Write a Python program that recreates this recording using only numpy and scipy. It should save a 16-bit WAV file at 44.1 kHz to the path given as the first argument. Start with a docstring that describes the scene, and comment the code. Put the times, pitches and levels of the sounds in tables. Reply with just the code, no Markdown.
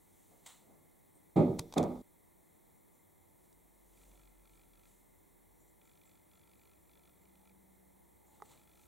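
"""Soft air and microphone hiss fill a very quiet autumn wood; dry leaves rustle as a cat washes itself.
A hand bumps the camera twice: its case booms and clicks, and the iris motor gives a thin whistle.
The lens motor ticks in short runs, a tiny bird repeats one high note and a distant engine drones.
Near the end a far whirr swells and a finger knocks on the case."""
import sys
import numpy as np
from scipy import signal
from scipy.fft import rfft, irfft, next_fast_len
from scipy.io import wavfile
from scipy.ndimage import uniform_filter1d

SR = 44100
rng = np.random.default_rng(int(sys.argv[2]) if len(sys.argv) > 2 else 0)


def to_wav(s):
    """Save 16-bit WAV."""
    ch = np.atleast_2d(s).T  # columns
    pcm = np.round(np.clip(ch, -1, 1) * 32767)  # PCM
    wavfile.write(sys.argv[1], SR, pcm.astype(np.int16))


N = 391166
T = np.arange(N) / SR

# The bed: outdoor air and microphone hiss. 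Each row: frequency in Hz, relative density in dB.
AIR_COLOUR = [(20, -9), (50, 0), (68, -4), (88, 5.5), (115, -4.5), (180, 2.5), (240, -3), (320, 1.5),
              (420, -3.5), (700, -7.5), (920, -5), (1150, -18), (1500, -25), (3000, -50)]
HISS_COLOUR = [(600, -4), (1100, 2), (1500, -6), (2300, -3), (2800, -12.5), (3400, -4.5), (4100, -5.5),
               (5000, -16), (5600, -6.5), (6300, -7.5), (7500, -1), (9500, 0.5), (15500, 0.5)]
# Faint tints in the hiss. Each row: frequency in Hz, width in Hz, gain in dB.
HISS_RESONANCES = [(1732, 140, -6.5), (2085, 110, 2)]

# Dry scuffs, soft hand rubs and fur on leaves.
# Each row: peak time in seconds, level in dB, rise and decay in seconds.
DRY_SCUFFS = [(.463, -47, 0.0014, 0.014), (.49, -56, 0.022, 0.064), (1.364, -62, 0.0015, 0.034),
              (8.35, -72.5, 0.047, 0.047), (8.456, -65, 0.0033, 0.0099), (8.52, -65, 0.066, 0.065)]
HAND_RUBS = [(.32, -64, 0.022, 0.092), (.63, -67, 0.011, 0.022), (.71, -63.5, 0.048, 0.095),
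             (1.16, -68.5, 0.0099, 0.044), (4.15, -69, 0.19, 0.086), (8.52, -67, 0.18, 0.075)]
LEAF_RUSTLES = [(.22, -73.5, .25, 0.45), (3.45, -79, 0.064, .08), (4.03, -70.5, 0.17, 0.22),
                (4.55, -76, 0.085, 0.15), (4.89, -72, 0.056, 0.13), (8.83, -72, 0.097, .06)]
# The tone of each of the three. Each row: frequency in Hz, relative density in dB.
DRY_SCUFF_COLOUR = [(290, -39.5), (500, -9), (638, -7.5), (748, 0), (839, -0.5), (982, 0.5), (1180, -1.5),
                    (1600, -11), (2130, -1.5), (2330, -10.5), (4020, -2), (4980, -14.5), (7670, 0),
                    (13600, -21.5), (15500, -9)]
HAND_RUB_COLOUR = [(40, -6), (160, 2), (400, -2), (700, -3.5), (1100, -11.5), (1700, -30), (4000, -35.5)]
LEAF_COLOUR = [(1500, -16), (3800, -7.5), (5000, -14.5), (6300, -4.5), (7800, -1.5), (9500, -4),
               (12000, -9.5), (15500, -12)]
# Short, crisp scratches. Each row: peak time in seconds, level in dB, band centre in Hz.
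CRISP_SCRATCHES = [(1.152, -71, 8700), (2.94, -78, 7000), (5.604, -75, 7260), (5.679, -77, 7420),
                   (5.85, -77, 7200), (6.06, -74, 7570), (8.27, -75, 7180)]

# The hand pushes on the case.
# Each row: start in seconds, level in dB, hold in seconds, brightness in dB, relative rasp in dB.
HAND_PUSHES = [(1.357, -21, 0.035, -6.5, -37), (1.7588, -28, 0.03, 2, -30.5)]
# The hollow voice of the case. Each row: frequency in Hz, width in Hz, gain in dB.
CASE_MODES = [(97, 13, -2.5), (148, 30, -0.5), (174, 26, 5), (240.6, 49, 1), (310, 27, 4), (359, 21, 0),
              (388, 8.4, 2), (456, 15, 1.5), (523, 14, -3), (589, 38, -4), (688, 8.9, -7), (722, 12, -7),
              (802.6, 16, -6), (890, 86, -15.5), (1131, 33, -18), (1222, 45, -14.5)]
# Skin sliding on the case. Each row: frequency in Hz, relative density in dB.
SKIN_COLOUR = [(900, -11.5), (1600, -6), (2200, 7), (2900, -9.5), (3500, -1), (4300, -6.5), (5100, -19),
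               (7000, -17), (10000, -25.5), (15000, -31.5)]
# The case thuds or hums on under pressure.
# Each row: peak time in seconds, level in dB, rise and decay in seconds, pitch in Hz.
CASE_HUMS = [(1.498, -30, .008, 0.006, 150), (1.5, -37, 0.05, 0.045, 383.7),
             (1.598, -35.5, 0.0028, 0.0051, 115), (1.88, -40, .03, 0.095, 246.8)]
# Sharp case clicks, and one bright crackle in the leaves at 3.53 s. Each row: peak time in seconds, level in
# dB, rise in seconds, treble gain in dB.
CASE_CLICKS = [(1.5943, -30, 0.0022, 1), (1.7251, -40, .0003, -6), (1.7389, -37, .0003, -4.5),
               (1.7827, -26.5, 0.0023, -3.5), (1.83, -41.5, .0015, -2), (1.8378, -40, .0003, -7.5),
               (3.528, -77, .0004, 19), (8.5156, -60.5, 0.00042, 5)]
# The tone of crackling plastic. Each row: frequency in Hz, relative density in dB.
PLASTIC_COLOUR = [(500, -4.5), (900, 9), (1600, -9), (2400, -3.5), (2900, -12), (3500, 4), (4300, -4),
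                  (4800, -3.5), (7300, -2.5), (10000, -9.5), (15000, -19.5)]

# Iris motor whistles. Each row: midpoint in seconds, fundamental level in dB, half length in seconds.
IRIS_WHISTLES = [(1.64, -86, .11), (5.61, -91.5, .09), (8.48, -92, .09)]
# The lens motor holds with light ticks and hunts with firm ones. Each row: start and end in seconds.
LENS_HOLDING = [(3.93, 4.93), (5.81, 7.53), (8.45, 8.87)]
LENS_HUNTING = [(1.95, 2.02), (3.97, 4.05), (4.11, 4.29), (4.41, 4.65), (4.73, 4.89), (5.81, 6.19),
                (6.31, 6.75), (6.85, 7.11), (7.25, 7.27), (7.35, 7.37), (7.45, 7.53), (8.49, 8.87)]
# The ring of the lens barrel. Each row: frequency in Hz, width in Hz, gain in dB.
BARREL_MODES = [(1338, 41, 5), (2323, 200, 1), (2494, 240, 1), (3010, 150, -6), (3380, 120, -1),
                (4140, 370, -5.5), (4650, 190, -8), (5960, 1700, -13.5)]

# The small bird's phrases. Each row: start and end in seconds, level in dB.
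BIRD_PHRASES = [(2.521, 3.22, -86), (5.197, 5.3, -86), (5.911, 7.0, -82.5), (7.24, 7.34, -84)]
# The distant engine's fundamental. Each row: time in seconds, pitch in Hz, level in dB.
ENGINE_CURVE = [(3.2, 52.4, -89), (3.43, 49.0, -81), (3.74, 49.2, -75.5), (4.1, 47.5, -64.5),
                (4.81, 43.7, -74), (5.23, 43.7, -82), (5.52, 47.8, -74), (6.19, 47.7, -89),
                (6.35, 61.1, -84.5), (6.45, 63.9, -81), (7.0, 63.8, -77)]
# The far whirr. Each row: peak time in seconds, level in dB, rise and decay in seconds.
WHIRR_SWELLS = [(7.37, -76, 0.092, 0.24), (8.3, -74, 0.22, .45)]

# A finger grazes the case, then lands. Each row: start in seconds, strength in dB.
FINGER_HITS = [(8.4007, -58.5), (8.4208, -41)]
# The ring of the knocked case. Each row: frequency in Hz, gain in dB, seconds to fall by 60 dB.
KNOCK_RING = [(424, -7.5, 0.052), (665, -10.5, 0.027), (828, -1, 0.044), (1070, 4.5, 0.011),
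              (1244, 1, 0.021), (1980, -8.5, 0.014)]


def from_db(db):
    """Decibels to gain."""
    return 10 ** (np.asarray(db) / 20)


def rms_one(x):
    """Scale to rms 1."""
    return x / np.sqrt(np.mean(x ** 2) + 1e-20)


def white(alike):
    """Stereo white noise; alike is the left-right correlation."""
    mid, side = rng.standard_normal((2, N))
    return (np.sqrt(1 + alike) * mid + np.sqrt(1 - alike) * side * [[1], [-1]]) / np.sqrt(2)


def coloured(spectrum, alike):
    """Steady stereo noise at rms 1, shaped to a spectrum and rolled off below its first point."""
    hz, db = np.transpose(spectrum)
    size = next_fast_len(N)
    bins_hz = np.maximum(np.fft.rfftfreq(size, 1 / SR), 1)
    gain = from_db(np.interp(np.log(bins_hz), np.log(hz), db)) * np.minimum(bins_hz / hz[0], 1) ** 2
    return rms_one(irfft(rfft(white(alike), size) * gain, size)[:, :N])


def butter(x, hz, kind, order=2):
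    """Low-, high- or band-pass."""
    return signal.sosfilt(signal.butter(order, hz, kind, fs=SR, output="sos"), x)


def crossover(x, hz):
    """Split into lows and highs that add back to the whole."""
    lows = signal.sosfiltfilt(signal.butter(2, hz, fs=SR, output="sos"), x)
    return lows, x - lows


def resonate(x, modes):
    """Parallel resonances of alternating sign."""
    out = 0
    for k, (hz, width, db) in enumerate(modes):
        radius = np.exp(-np.pi * width / SR)
        forward = (1 - radius ** 2) / 2 * np.array([1, 0, -1])
        feedback = [1, -2 * radius * np.cos(2 * np.pi * hz / SR), radius ** 2]
        out = out + (-1) ** k * from_db(db) * signal.lfilter(forward, feedback, x + 1e-18)
    return out


def swells(rows):
    """Envelope of events that rise to a peak and die away; their powers add."""
    power = np.zeros(N)
    for s, db, rise, decay in rows:
        near = slice(max(int((s - 10 * rise) * SR), 0), int((s + 10 * decay) * SR))
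        age = T[near] - s
        power[near] += from_db(db) ** 2 * np.exp(-2 * np.maximum(-age / rise, age / decay))
    return np.sqrt(power)


def pan(left_db):
    """Left and right gains for a level difference."""
    return from_db(np.array([[left_db], [-left_db]]) / 2)


def background():
    """Wide, soft outdoor air under a centred, faintly tinted microphone hiss."""
    air = from_db(-67) * coloured(AIR_COLOUR, alike=-.43)
    hiss = from_db(-71) * coloured(HISS_COLOUR, alike=.99)
    tint = butter(resonate(white(alike=.97), HISS_RESONANCES), 2600, "low", order=4)
    return air + hiss + from_db(-84) * rms_one(tint)


def brushing():
    """Friction in swells of noise: dry scuffs, soft hand rubs and fur rustling on leaves."""
    scuffs = swells(DRY_SCUFFS) * coloured(DRY_SCUFF_COLOUR, alike=.96)
    rubs = swells(HAND_RUBS) * coloured(HAND_RUB_COLOUR, alike=.35)
    rustles = swells(LEAF_RUSTLES) * coloured(LEAF_COLOUR, alike=.97)
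    return scuffs + rubs + rustles


def scratches(width_hz=900, rise_s=.0071, decay_s=.038):
    """Each little scratch is a burst of hiss in one narrow band."""
    out = np.zeros((2, N))
    hiss = white(alike=.9)
    for s, db, hz in CRISP_SCRATCHES:
        near = np.abs(T - s) < .25
        band = butter(hiss[:, near], [hz - width_hz / 2, hz + width_hz / 2], "band")
        out[:, near] += swells([(s, db, rise_s, decay_s)])[near] * rms_one(band)
    return out


def grip(attack_s=.016, fade_db_per_s=124.5, bite_db=12, bite_s=.023):
    """Level, brightness and rasp in dB: each push rises, holds and fades, and the strongest rules."""
    s, db, hold, bright_db, rasp_db = np.transpose(HAND_PUSHES)[:, :, None]
    age = np.maximum(T - s, 0)
    attack_db = 20 * np.log10(np.clip(age / attack_s, 1e-6, 1))
    level_db = db + attack_db - fade_db_per_s * np.maximum(age - attack_s - hold, 0)
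    edge_db = bite_db * np.exp(-age / bite_s)   # a push starts bright, then dulls
    strongest = level_db.argmax(axis=0)
    return [np.choose(strongest, curve) for curve in (level_db, bright_db + edge_db, rasp_db + edge_db)]


def hand_bumps(end_s=2.021, fade_s=.00316):
    """Hand friction makes the case boom; each push starts bright and raspy, then dulls."""
    level_db, bright_db, rasp_db = grip()
    shared, apart = rng.standard_normal((2, N))
    # left and right move together in the bass and less so higher up
    friction = shared + (.21 * apart + .41 * butter(apart, 570, "high")) * [[1], [-1]]
    boom = butter(resonate(friction, CASE_MODES), 1100, "low", order=4)
    boom = butter(boom, 95, "high")
    power = uniform_filter1d(np.mean(boom ** 2, axis=0), size=700)
    lows, highs = crossover(boom / np.sqrt(power + 1e-12), 560)   # flattened: the grip sets the level
    boom = from_db(level_db) * (lows + highs * from_db(bright_db))
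    rasp = from_db(level_db + rasp_db) * coloured(SKIN_COLOUR, alike=.9)
    rumble = rms_one(butter(resonate(white(alike=.72), [(43.8, 26, 0)]), 70, "low"))
    sway = from_db(-49 + .3 * level_db) * rumble   # the camera sways, loosely following the push
    slide = from_db(-72.5) * coloured(PLASTIC_COLOUR, alike=.86)
    hums = sum(swells([row]) * np.sqrt(2) * np.sin(2 * np.pi * hz * T + rng.uniform(0, 2 * np.pi))
               for *row, hz in CASE_HUMS)
    # the boom and rasp cut off abruptly
    gate = np.clip(np.minimum(T - HAND_PUSHES[0][0], end_s - T) / fade_s, 0, 1)
    return gate * ((boom + sway + hums) * pan(left_db=-2) + rasp + slide)


def case_clicks(decay_s=.0017, tail_s=.016):
    """Plastic parts slip, and once a dry leaf snaps, in a crackle of a few milliseconds, with a soft tail."""
    lows, highs = crossover(coloured(PLASTIC_COLOUR, alike=.94), 4800)
    body = swells([(s, db, rise, decay_s) for s, db, rise, _ in CASE_CLICKS])
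    top = swells([(s, db + treble_db, rise, decay_s) for s, db, rise, treble_db in CASE_CLICKS])
    tail = swells([(s, db - 21.5, rise, tail_s) for s, db, rise, _ in CASE_CLICKS])
    return lows * body + highs * top + tail * coloured(PLASTIC_COLOUR, alike=.9)


def iris_motor(pitch_hz=5779, octave_db=1):
    """The motor runs for a moment: a thin, unsteady whistle with its octave."""
    gate = sum(from_db(db) * np.exp(-np.minimum(np.abs(T - s) / half, 2) ** 10)
               for s, db, half in IRIS_WHISTLES)
    jitter = .6 * rms_one(butter(rng.standard_normal(N), 50, "low"))
    phase = 2 * np.pi * pitch_hz * T + jitter
    return gate * np.sqrt(2) * (np.sin(phase) + from_db(octave_db) * np.sin(2 * phase))


def lens_motor(period_s=.02, first_s=.0138, step_hz=1160, count=4, firm_db=-77, light_db=-86):
    """Fifty times a second the motor makes a few quick steps, which ring the barrel."""
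    holding, hunting = [sum((T >= a) & (T < b) for a, b in spans) > 0
                        for spans in (LENS_HOLDING, LENS_HUNTING)]
    starts = np.arange(first_s, T[-1] - period_s, period_s)
    steps = np.zeros(N)
    for k in range(count):
        at = np.round((starts + k / step_hz) * SR).astype(int)
        steps[at] = from_db(-5.5 * k + rng.normal(0, 1, len(starts)))   # each step softer than the last
    moving = (T - first_s) % period_s < count / step_hz
    steps = steps + .11 * moving * white(alike=1)   # grit
    firm_ticks = rng.random(len(starts) + 2) < .8   # now and then a tick stays light
    firm = firm_ticks[np.searchsorted(starts, T + 1 / SR)]
    force = np.where(hunting & firm, from_db(firm_db), holding * from_db(light_db))
    return resonate(steps * force, BARREL_MODES) / np.std(resonate(steps, BARREL_MODES))


def bird(pitch_hz=7260, spread_hz=45, every_s=.23, half_length_s=.053, smear_hz=110):
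    """Thin high notes at an even pace, smeared by the trees into narrow bands."""
    notes = np.zeros(N)
    smear = rms_one(butter(white(alike=.54), smear_hz, "low"))
    for start, end, db in BIRD_PHRASES:
        for s in np.arange(start, end, every_s):
            near = np.abs(T - s) < 3 * half_length_s
            age = T[near] - s
            envelope = from_db(db) * np.exp(-(age / half_length_s) ** 2 / 2)
            hz = rng.normal(pitch_hz, spread_hz)
            notes[near] += envelope * np.sqrt(2) * np.sin(2 * np.pi * hz * age)
    return notes * smear


def engine(drone_at_s=7.61, drone_half_s=.42):
    """A far engine sinks in pitch, then picks up and holds; its third harmonic swells into a drone."""
    times, *columns = np.transpose(ENGINE_CURVE)
    hz, level_db = [np.interp(T, times, column) for column in columns]
    phase = 2 * np.pi * np.cumsum(hz) / SR
    waver = 1 + .15 * rms_one(butter(white(alike=.6), 10.7, "low"))
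    drone = 1 / (1 + ((T - drone_at_s) / drone_half_s) ** 6)
    third = from_db(-91.5) + from_db(-73.5) * drone
    return np.sqrt(2) * waver * (from_db(level_db) * np.sin(phase) + third * np.sin(3 * phase))


def far_whirr(centre_hz=856, width_hz=57):
    """A narrow band of noise swells twice once the engine has picked up."""
    band = resonate(white(alike=.45), [(centre_hz, width_hz, 0)])
    return swells(WHIRR_SWELLS) * rms_one(butter(band, 970, "low", order=4))


def finger_knock():
    """Each contact of the finger gives a tick and sets a few damped modes of the case ringing."""
    age = T[:SR // 8]
    ring = sum((-1) ** k * from_db(db - 60 * age / t60) * np.sin(2 * np.pi * hz * age)
               for k, (hz, db, t60) in enumerate(KNOCK_RING))
    hits = np.zeros(N)
    for s, db in FINGER_HITS:
        hits[round(s * SR)] = from_db(db)
    tick_envelope = swells([(s + .00074, db - 15.5, .0003, .002) for s, db in FINGER_HITS])
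    tick = tick_envelope * coloured(PLASTIC_COLOUR, alike=.74)
    return signal.fftconvolve(hits, ring)[:N] * pan(left_db=-4.5) + tick


def scene():
    """The camera's own noises up close, with the wood around them."""
    camera = hand_bumps() + case_clicks() + finger_knock() + lens_motor() + iris_motor()
    return camera + brushing() + scratches() + bird() + engine() + far_whirr() + background()


def record(dry):
    """A steep low-pass shaves off the top above 15.8 kHz."""
    return signal.sosfilt(signal.ellip(12, .1, 80, 15800, fs=SR, output="sos"), dry)


dry = scene()
out = record(dry)
to_wav(out)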